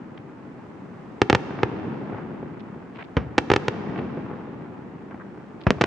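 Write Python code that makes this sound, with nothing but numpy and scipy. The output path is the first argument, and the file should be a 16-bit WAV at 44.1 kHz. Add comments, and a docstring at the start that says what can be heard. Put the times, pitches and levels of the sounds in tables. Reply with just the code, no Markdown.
"""Open water at night, with fireworks heard from the far shore.
Each shell arrives as an N-shaped shock wave; mortars thump lower and spit a burst of turbulent gas.
The shore scatters every bang, hills and buildings return the shells after fixed delays, and a long roll
swells and dies behind them. Faint crackles come in short flurries over a steady hiss.
A slow gain control drops after the bangs and creeps back up; a fast limiter holds their peaks down."""
import sys
import numpy as np
from scipy import signal
from scipy.fft import rfft, irfft, next_fast_len
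from scipy.io import wavfile
from scipy.ndimage import uniform_filter1d, minimum_filter1d

SR = 44100
rng = np.random.default_rng(int(sys.argv[2]) if len(sys.argv) > 2 else 0)


def digitize_waveform(pressure):
    """Quantize a signal to 16-bit integers and store it at the path in sys.argv[1].

    Rows of a 2-D input are taken as channels; values are limited to [-1, 1].
    """
    field = np.atleast_2d(pressure).T
    bounded = np.clip(field, -1, 1)
    quanta = np.round(bounded * 32767).astype(np.int16)
    wavfile.write(sys.argv[1], SR, quanta)


N = 258426  # length in samples

# Shell bursts, as N waves with a rounded front and rear shock and an echo from the ground:
# start_s, relative_db, wave_length_s, front_sharpness_hz, rear_sharpness_hz, ground_delay_s
SHELL_BURSTS = [(1.2175, 0.3, 0.0022, 4220, 2720, 0.0024), (1.2991, 2.5, 0.0022, 4840, 3300, 0.0024),
                (1.3027, -1, 0.0022, 3410, 1700, 0.0015), (1.3287, 2.5, 0.0023, 3050, 760, 0.0021),
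                (1.3496, 2, 0.0021, 4300, 1480, 0.0017), (1.3507, -2.5, 0.0022, 860, 5900, 0.0022),
                (1.6324, 2.5, 0.0023, 1770, 1500, 0.0019), (3.3809, 0, 0.0022, 5500, 4670, 0.0022),
                (3.3843, -2, 0.0026, 2520, 3830, 0.0021), (3.5016, 1, 0.0024, 2250, 1960, 0.0021),
                (3.5161, 5, 0.0023, 1270, 3680, 0.0024), (3.5366, 0.5, 0.0022, 2560, 4350, 0.0016),
                (3.5621, -1.5, 0.00227, 4370, 4400, 0.0022), (3.6822, -2.5, 0.00216, 3260, 4270, 0.0018),
                (5.7058, 0.5, 0.0014, 5000, 293, 0.0042), (5.8114, 1, 0.0023, 1870, 5060, 0.0014),
                (5.8171, -2.5, 0.0026, 3060, 3980, 0.0024), (5.8392, -1.5, 0.002, 2980, 3480, 0.0025)]
# Mortar firings, longer waves with a soft rear:
# start_s, relative_db, wave_length_s, front_sharpness_hz, rear_sharpness_hz, ground_delay_s
MORTAR_FIRINGS = [(3.1682, -2, 0.0058, 910, 120, 0.00374), (5.6673, 0.35, 0.0042, 475, 119, 0.00306)]
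# Colour the microphone gives every bang, echo and thud: frequency_hz, relative_db
MICROPHONE_COLOUR = [(25, -59), (60, -7.5), (125, 4.5), (200, -0.5), (350, 0), (600, 4.5), (1000, 4.5),
                     (1700, 8.5), (2800, 10), (4200, 7), (6000, 8), (8000, 1.5), (11000, -10.5),
                     (16000, -28.5)]
# Stereo balance of the direct sound: frequency_hz, left_minus_right_db
DIRECT_BALANCE = [(60, 3.5), (200, 1), (700, -2), (2400, -2.5), (4400, -2), (8000, 2.5), (15000, -0.5)]
# Stereo balance of the echoes: frequency_hz, left_minus_right_db
ECHO_BALANCE = [(60, 2), (200, 1.5), (1300, -0.5), (4000, 0.5)]


def explosions():
    """Superposition: the direct waves of shells and mortars add to their scattered sound."""
    shells, mortars = blasts(SHELL_BURSTS), blasts(MORTAR_FIRINGS)
    near = scatter(shells, t60=0.045, db=-14, top_hz=3500)
    near += scatter(mortars, t60=0.08, db=-4.5, top_hz=1500)
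    far = shore(shells + gain_of(4.5) * mortars, build_s=0.0029)
    direct = colour(shells + mortars + near, MICROPHONE_COLOUR, DIRECT_BALANCE)
    return direct + colour(far, MICROPHONE_COLOUR, ECHO_BALANCE)


def blasts(rows, echo_db=-6.0, ground_hz=500):
    """Ground reflection: each wave arrives twice, and the soft ground returns mainly its bass."""
    direct, ground = np.zeros((2, N))
    for start_s, db, length_s, front_hz, rear_hz, delay_s in rows:
        wave = n_wave(db, length_s, front_hz, rear_hz)
        add(direct, start_s, wave)
        add(ground, start_s + delay_s, wave)
    dull = signal.lfilter(*signal.butter(1, ground_hz, fs=SR), ground)
    return direct + gain_of(echo_db) * dull


def n_wave(db, length_s, front_hz, rear_hz, size=2048):
    """Nonlinear shock: pressure jumps up, falls evenly below zero and jumps back."""
    hz = np.fft.rfftfreq(size, 1 / SR)[1:]
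    s = 2j * np.pi * hz  # Laplace variable: 1 / s is a step, 1 / s**2 a ramp
    late = np.exp(-s * length_s)
    ramp = (1 - late) / (length_s * s ** 2)
    front = (1 / s - ramp) * rounded(hz, front_hz)
    rear = (late / s - ramp) * rounded(hz, rear_hz)
    spectrum = (front + rear) * np.cos(np.pi * hz / SR)  # tapers to zero at half the sample rate
    wave = irfft(np.r_[0, spectrum])[:size // 2]
    return gain_of(db) * SR * (wave - wave[-1])  # rests at zero pressure


def rounded(hz, sharp_hz):
    """Air absorption rounds a shock: a gentle slope above its sharpness, a steeper one further up."""
    return 1 / (1 + 1j * hz / sharp_hz) / (1 + 1j * hz / (3.16 * sharp_hz)) ** 2


def muzzle(db=-7, t60=0.03, tail_db=-18, tail_t60=0.27):
    """Turbulent jet noise: each mortar's gas starts with its shock and dies in a fast and a slow stage."""
    # Spectrum of the rough blast from a mortar's mouth: frequency_hz, relative_db
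    jet_spectrum = [(80, 0.5), (250, 4.5), (1000, 6), (1700, 1), (2600, -3), (4000, -20.5), (5800, -24.5),
                    (8000, -55.5), (16000, -82.5)]
    t = np.arange(SR // 4) / SR
    fade = gain_of(-60 * t / t60) + gain_of(tail_db - 60 * t / tail_t60)
    envelope = np.zeros(N)
    for start_s, *_ in MORTAR_FIRINGS:
        add(envelope, start_s, fade)
    return gain_of(db) * colour(envelope * rng.standard_normal(N), jet_spectrum, DIRECT_BALANCE)


def scatter(x, t60, db, top_hz):
    """Diffuse scattering: nearby ground and stones throw back a brief, dull spray of each wave."""
    t = np.arange(SR // 4) / SR
    onset = 1 - np.exp(-t / 0.0097)
    taps = diffuse(rng.standard_normal((2, len(t)))) * gain_of(-60 * t / t60) * onset
    taps = signal.lfilter(*signal.butter(1, top_hz, fs=SR), taps / np.linalg.norm(taps[0]))
    return gain_of(db) * signal.oaconvolve(x[None], taps, axes=1)[:, :N]


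def shore(x, build_s):
    """Reverberation: countless reflections along the shore, each band dying at its own speed."""
    # Scatter from the shore: frequency_hz, relative_db, t60_s
    shore_bands = [(61.1, -30, 0.82), (197, -7, 1), (503, -11.5, 2.3), (1200, -17.5, 1.1),
                   (2500, -17, 2.74), (5100, -17.5, 2.15), (8000, -17, 0.87), (14000, -7, .5)]
    taps = diffuse(rng.standard_normal((2, 2 * SR)))
    hz, t, bands = signal.stft(taps, SR, nperseg=256)
    t60 = read(shore_bands, hz, axis=2)[:, None]
    fade = np.exp(-np.log(1000) * t / t60)
    fade *= np.sqrt(2 * np.log(1000) / (t60 * SR))  # evens the energy of slow and fast decays
    level = gain_of(read(shore_bands, hz))[:, None]
    bands = bands * fade * level * (1 - np.exp(-t / build_s))
    return signal.fftconvolve(x[None], signal.istft(bands, SR)[1], axes=1)[:, :N]


def echoes():
    """Discrete reflection: each reflector returns all the shells, late, dull and a little smeared."""
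    # Hills or buildings that return every shell: delay_s, relative_db, cutoff_hz
    reflectors = [(0.289, -32.5, 2010), (0.495, -22.5, 705), (0.796, -19.5, 746)]
    shells, back = blasts(SHELL_BURSTS), np.zeros(N)
    for delay_s, db, top_hz in reflectors:
        dull = signal.lfilter(*signal.butter(2, top_hz, fs=SR), shells)
        add(back, delay_s, gain_of(db) * dull)
    smear = scatter(back, t60=0.07, db=-7, top_hz=2000)
    return colour(back + smear, MICROPHONE_COLOUR, ECHO_BALANCE)


def thuds(length_s=0.0026):
    """Absorption over a long path: hills and buildings return single bangs, smeared and dull."""
    # Lone distant thuds: start_s, relative_db, sharpness_hz
    lone_returns = [(1.5067, -18.5, 1490), (1.5891, -18.5, 2600), (3.7414, -21, 1296), (3.892, -14, 298.6),
                    (3.9595, -17.5, 1800), (3.9881, -14.5, 1100), (4.171, -20, 900), (5.11, -29.5, 1490),
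                    (5.144, -28, 1370), (5.3739, -31.5, 920), (5.784, -22, 1190)]
    waves = np.zeros(N)
    for start_s, db, sharp_hz in lone_returns:
        add(waves, start_s, n_wave(db, length_s, sharp_hz, sharp_hz))
    waves = signal.sosfilt(signal.butter(3, 2500, fs=SR, output="sos"), waves)
    smear = scatter(waves, t60=0.06, db=-8, top_hz=2000)
    return gain_of(2) * colour(waves + smear, MICROPHONE_COLOUR, ECHO_BALANCE)


def roll():
    """Incoherent summation: far echoes merge into a rumble, with a higher clatter above it."""
    # Spectrum of the low rumble: frequency_hz, relative_db
    rumble_spectrum = [(25, -62), (45, -27.5), (75, -13.5), (130, -3), (210, 0.5), (390, -5), (620, -15.5),
                       (1200, -27), (4000, -100.5)]
    # Spectrum of the clatter: frequency_hz, relative_db
    clatter_spectrum = [(250, -22.5), (550, -5), (850, 2.5), (1100, -1.5), (1350, -3.5), (1800, -7.5),
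                        (2600, -16), (4000, -32), (7000, -43), (12000, -64.5)]
    rumble = evened(colour(arrivals(per_s=3000, spread_db=1.5), rumble_spectrum, ECHO_BALANCE))
    clatter = evened(colour(arrivals(per_s=4000, spread_db=1), clatter_spectrum, ECHO_BALANCE))
    rumble *= rolling(db=-35.0, crest_s=0.46, rise_db_per_s=12.5, fall_db_per_s=15, floor_db=-40.5)
    clatter *= rolling(db=-44.0, crest_s=0.3, rise_db_per_s=15, fall_db_per_s=13.5, floor_db=-50)
    return rumble + clatter


def rolling(db, crest_s, rise_db_per_s, fall_db_per_s, floor_db, size=1200):
    """Power addition: each bang's echoes swell to a crest and die away over a steady floor."""
    # The salvo whose roll is still dying away at the start: start_s, relative_db
    earlier_salvo = (-1.6, 10.3)
    t = np.linspace(0, N / SR, size)
    power = np.full(size, gain_of(floor_db) ** 2)
    for start_s, bang_db, *_ in [earlier_salvo] + SHELL_BURSTS + MORTAR_FIRINGS:
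        late = t - start_s - crest_s
        shape_db = np.minimum(rise_db_per_s * late, -fall_db_per_s * late)
        power += (t > start_s) * gain_of(db + bang_db + shape_db) ** 2
    return np.interp(np.arange(N) / SR, t, np.sqrt(power))


def crackle():
    """Band-limited impulse noise: short flurries of tiny cracks, each in its own band."""
    # Flurries, with levels ahead of the air's filter: start_s, length_s, level_db, lowest_hz, highest_hz
    flurries = [(0.174, 0.009, -44, 1100, 3300), (2.103, 0.14, -40.5, 610, 1794),
                (2.593, 0.02, -47.5, 900, 3700), (2.945, 0.033, -45, 497, 2930),
                (2.979, 0.0577, -38, 450, 2220), (3.037, 0.017, -50, 600, 3800),
                (3.971, 0.03, -33.5, 703, 2770), (4.292, 0.14, -44.5, 574, 1500),
                (5.107, 0.029, -44.5, 900, 1830), (5.191, 0.041, -43, 900, 1700),
                (5.605, 0.024, -50.5, 1700, 4430), (5.634, 0.0105, -49, 1700, 4700)]
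    # What the air leaves of a distant crack: frequency_hz, relative_db
    air_loss = [(200, 0), (2800, 0), (5200, -3), (8000, -20), (16000, -60)]
    cracks, out = arrivals(per_s=2900, spread_db=4.0), np.zeros((2, N))
    for start_s, length_s, db, low_hz, high_hz in flurries:
        band = signal.butter(3, [low_hz, high_hz], "band", fs=SR, output="sos")
        part = cracks[:, int(start_s * SR):][:, :int(length_s * SR)]
        flurry = gain_of(db) * evened(signal.sosfilt(band, part))
        flurry *= signal.windows.tukey(part.shape[1], 0.4)  # soft start and end
        for port, sound in zip(out, flurry):
            add(port, start_s, sound)
    return colour(out, air_loss, ECHO_BALANCE)


def hiss():
    """Stationary noise: the faint steady hiss of the night air and the microphone."""
    # Spectrum of the hiss: frequency_hz, relative_db
    hiss_spectrum = [(100, 6.5), (2000, 2.5), (4000, -9), (7500, -15.5), (10000, -26), (12500, -34),
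                     (16000, -35)]
    noise = diffuse(rng.standard_normal((2, N)))
    return gain_of(-59.5) * evened(colour(noise, hiss_spectrum, ECHO_BALANCE))


def arrivals(per_s, spread_db):
    """Poisson-like process: random small pressure pulses of uneven size at both ports."""
    size = gain_of(spread_db * np.minimum(rng.exponential(1, (2, N)), 4))
    present = rng.random((2, N)) < per_s / SR
    return diffuse(size * rng.standard_normal((2, N)) * present)


def diffuse(pair):
    """Diffuse-field coherence: sound from all sides is more alike in the bass at two close ports."""
    # Left-right likeness of the echoes: frequency_hz, coherence (0 to 1)
    coherence = [(60, .94), (130, 0.89), (290, 0.77), (640, 0.54), (1400, 0.41), (3100, 0.133),
                 (15000, 0.15)]
    size = next_fast_len(pair.shape[1], True)
    a, b = rfft(pair, size)
    same = np.clip(read(coherence, np.fft.rfftfreq(size, 1 / SR)), 0, 1)
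    common = a * np.sqrt((1 + same) / 2)
    apart = b * np.sqrt((1 - same) / 2)
    return irfft(np.array([common + apart, common - apart]), size)[:, :pair.shape[1]]


def colour(x, points, pan, size=4096):
    """Minimum-phase filtering: a causal filter with the given spectrum, one for each channel."""
    hz = abs(np.fft.fftfreq(size, 1 / SR))
    log_gain = np.log(gain_of(read(points, hz)) * sides(read(pan, hz)))
    # the Hilbert transform of the log gain gives the phase
    taps = np.fft.ifft(np.exp(np.conj(signal.hilbert(log_gain)))).real[:, :size // 2]
    return signal.oaconvolve(np.atleast_2d(x), taps, axes=1)[:, :N]


def sides(pan_db):
    """Stereo level difference: left and right gains that share it equally."""
    return gain_of(np.array([pan_db, -pan_db]) / 2)


def read(points, hz, axis=1):
    """Logarithmic frequency scale: interpolates one column of a table along it."""
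    table = np.transpose(points)
    return np.interp(np.log(hz + 1), np.log(table[0] + 1), table[axis])


def gain_of(db):
    """Decibel scale: turns a level into an amplitude factor."""
    return 10 ** (np.asarray(db) / 20)


def evened(x):
    """Root mean square: scales a sound to an effective value of 1."""
    return x / np.sqrt(np.mean(x ** 2) + 1e-20)


def add(mix, start_s, sound):
    """Linear superposition: adds a sound in place from its start time."""
    part = mix[max(round(start_s * SR), 0):][:len(sound)]
    part += sound[:len(part)]


def scene():
    """Superposition of every sound that reaches the microphone."""
    return explosions() + muzzle() + echoes() + thuds() + roll() + crackle() + hiss()


def gain_control(x, threshold_db=-17, share=0.24, attack_s=0.042, recover_db_per_s=2.5, start_db=2.5):
    """Level compression: loud peaks turn the gain down and it creeps back up, as it does at the start."""
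    climb = recover_db_per_s * np.arange(N) / SR
    over_db = share * (20 * np.log10(abs(x).max(0) + 1e-9) - threshold_db)
    # holding the peak of a climbing level and taking the climb off again gives a steady recovery
    held_db = np.maximum.accumulate(np.maximum(over_db + climb, start_db))
    cut_db = np.maximum(held_db - climb, 0)
    pole = np.exp(-1 / (attack_s * SR))
    smooth_db = start_db + signal.lfilter([1 - pole], [1, -pole], cut_db - start_db)
    return x / gain_of(smooth_db)


def record(dry, lag_hz=520, ceiling=0.9):
    """Dispersion and limiting: slow gain control, bass delayed behind treble, fast limiter, band limit."""
    pole = np.exp(-2 * np.pi * lag_hz / SR)
    lagged = signal.lfilter([-pole, 1], [1, -pole], gain_control(dry))  # all-pass
    allowed = np.minimum(1, ceiling / (abs(lagged) + 1e-9))
    gain = minimum_filter1d(allowed, size=15)
    gain = uniform_filter1d(uniform_filter1d(gain, size=11), size=11)
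    edge = signal.firwin(511, 16250, window=("kaiser", 9), fs=SR)  # low-pass, cutoff in Hz
    return signal.oaconvolve(lagged * gain, edge[None], "same")


dry = scene()
out = record(dry)
digitize_waveform(out)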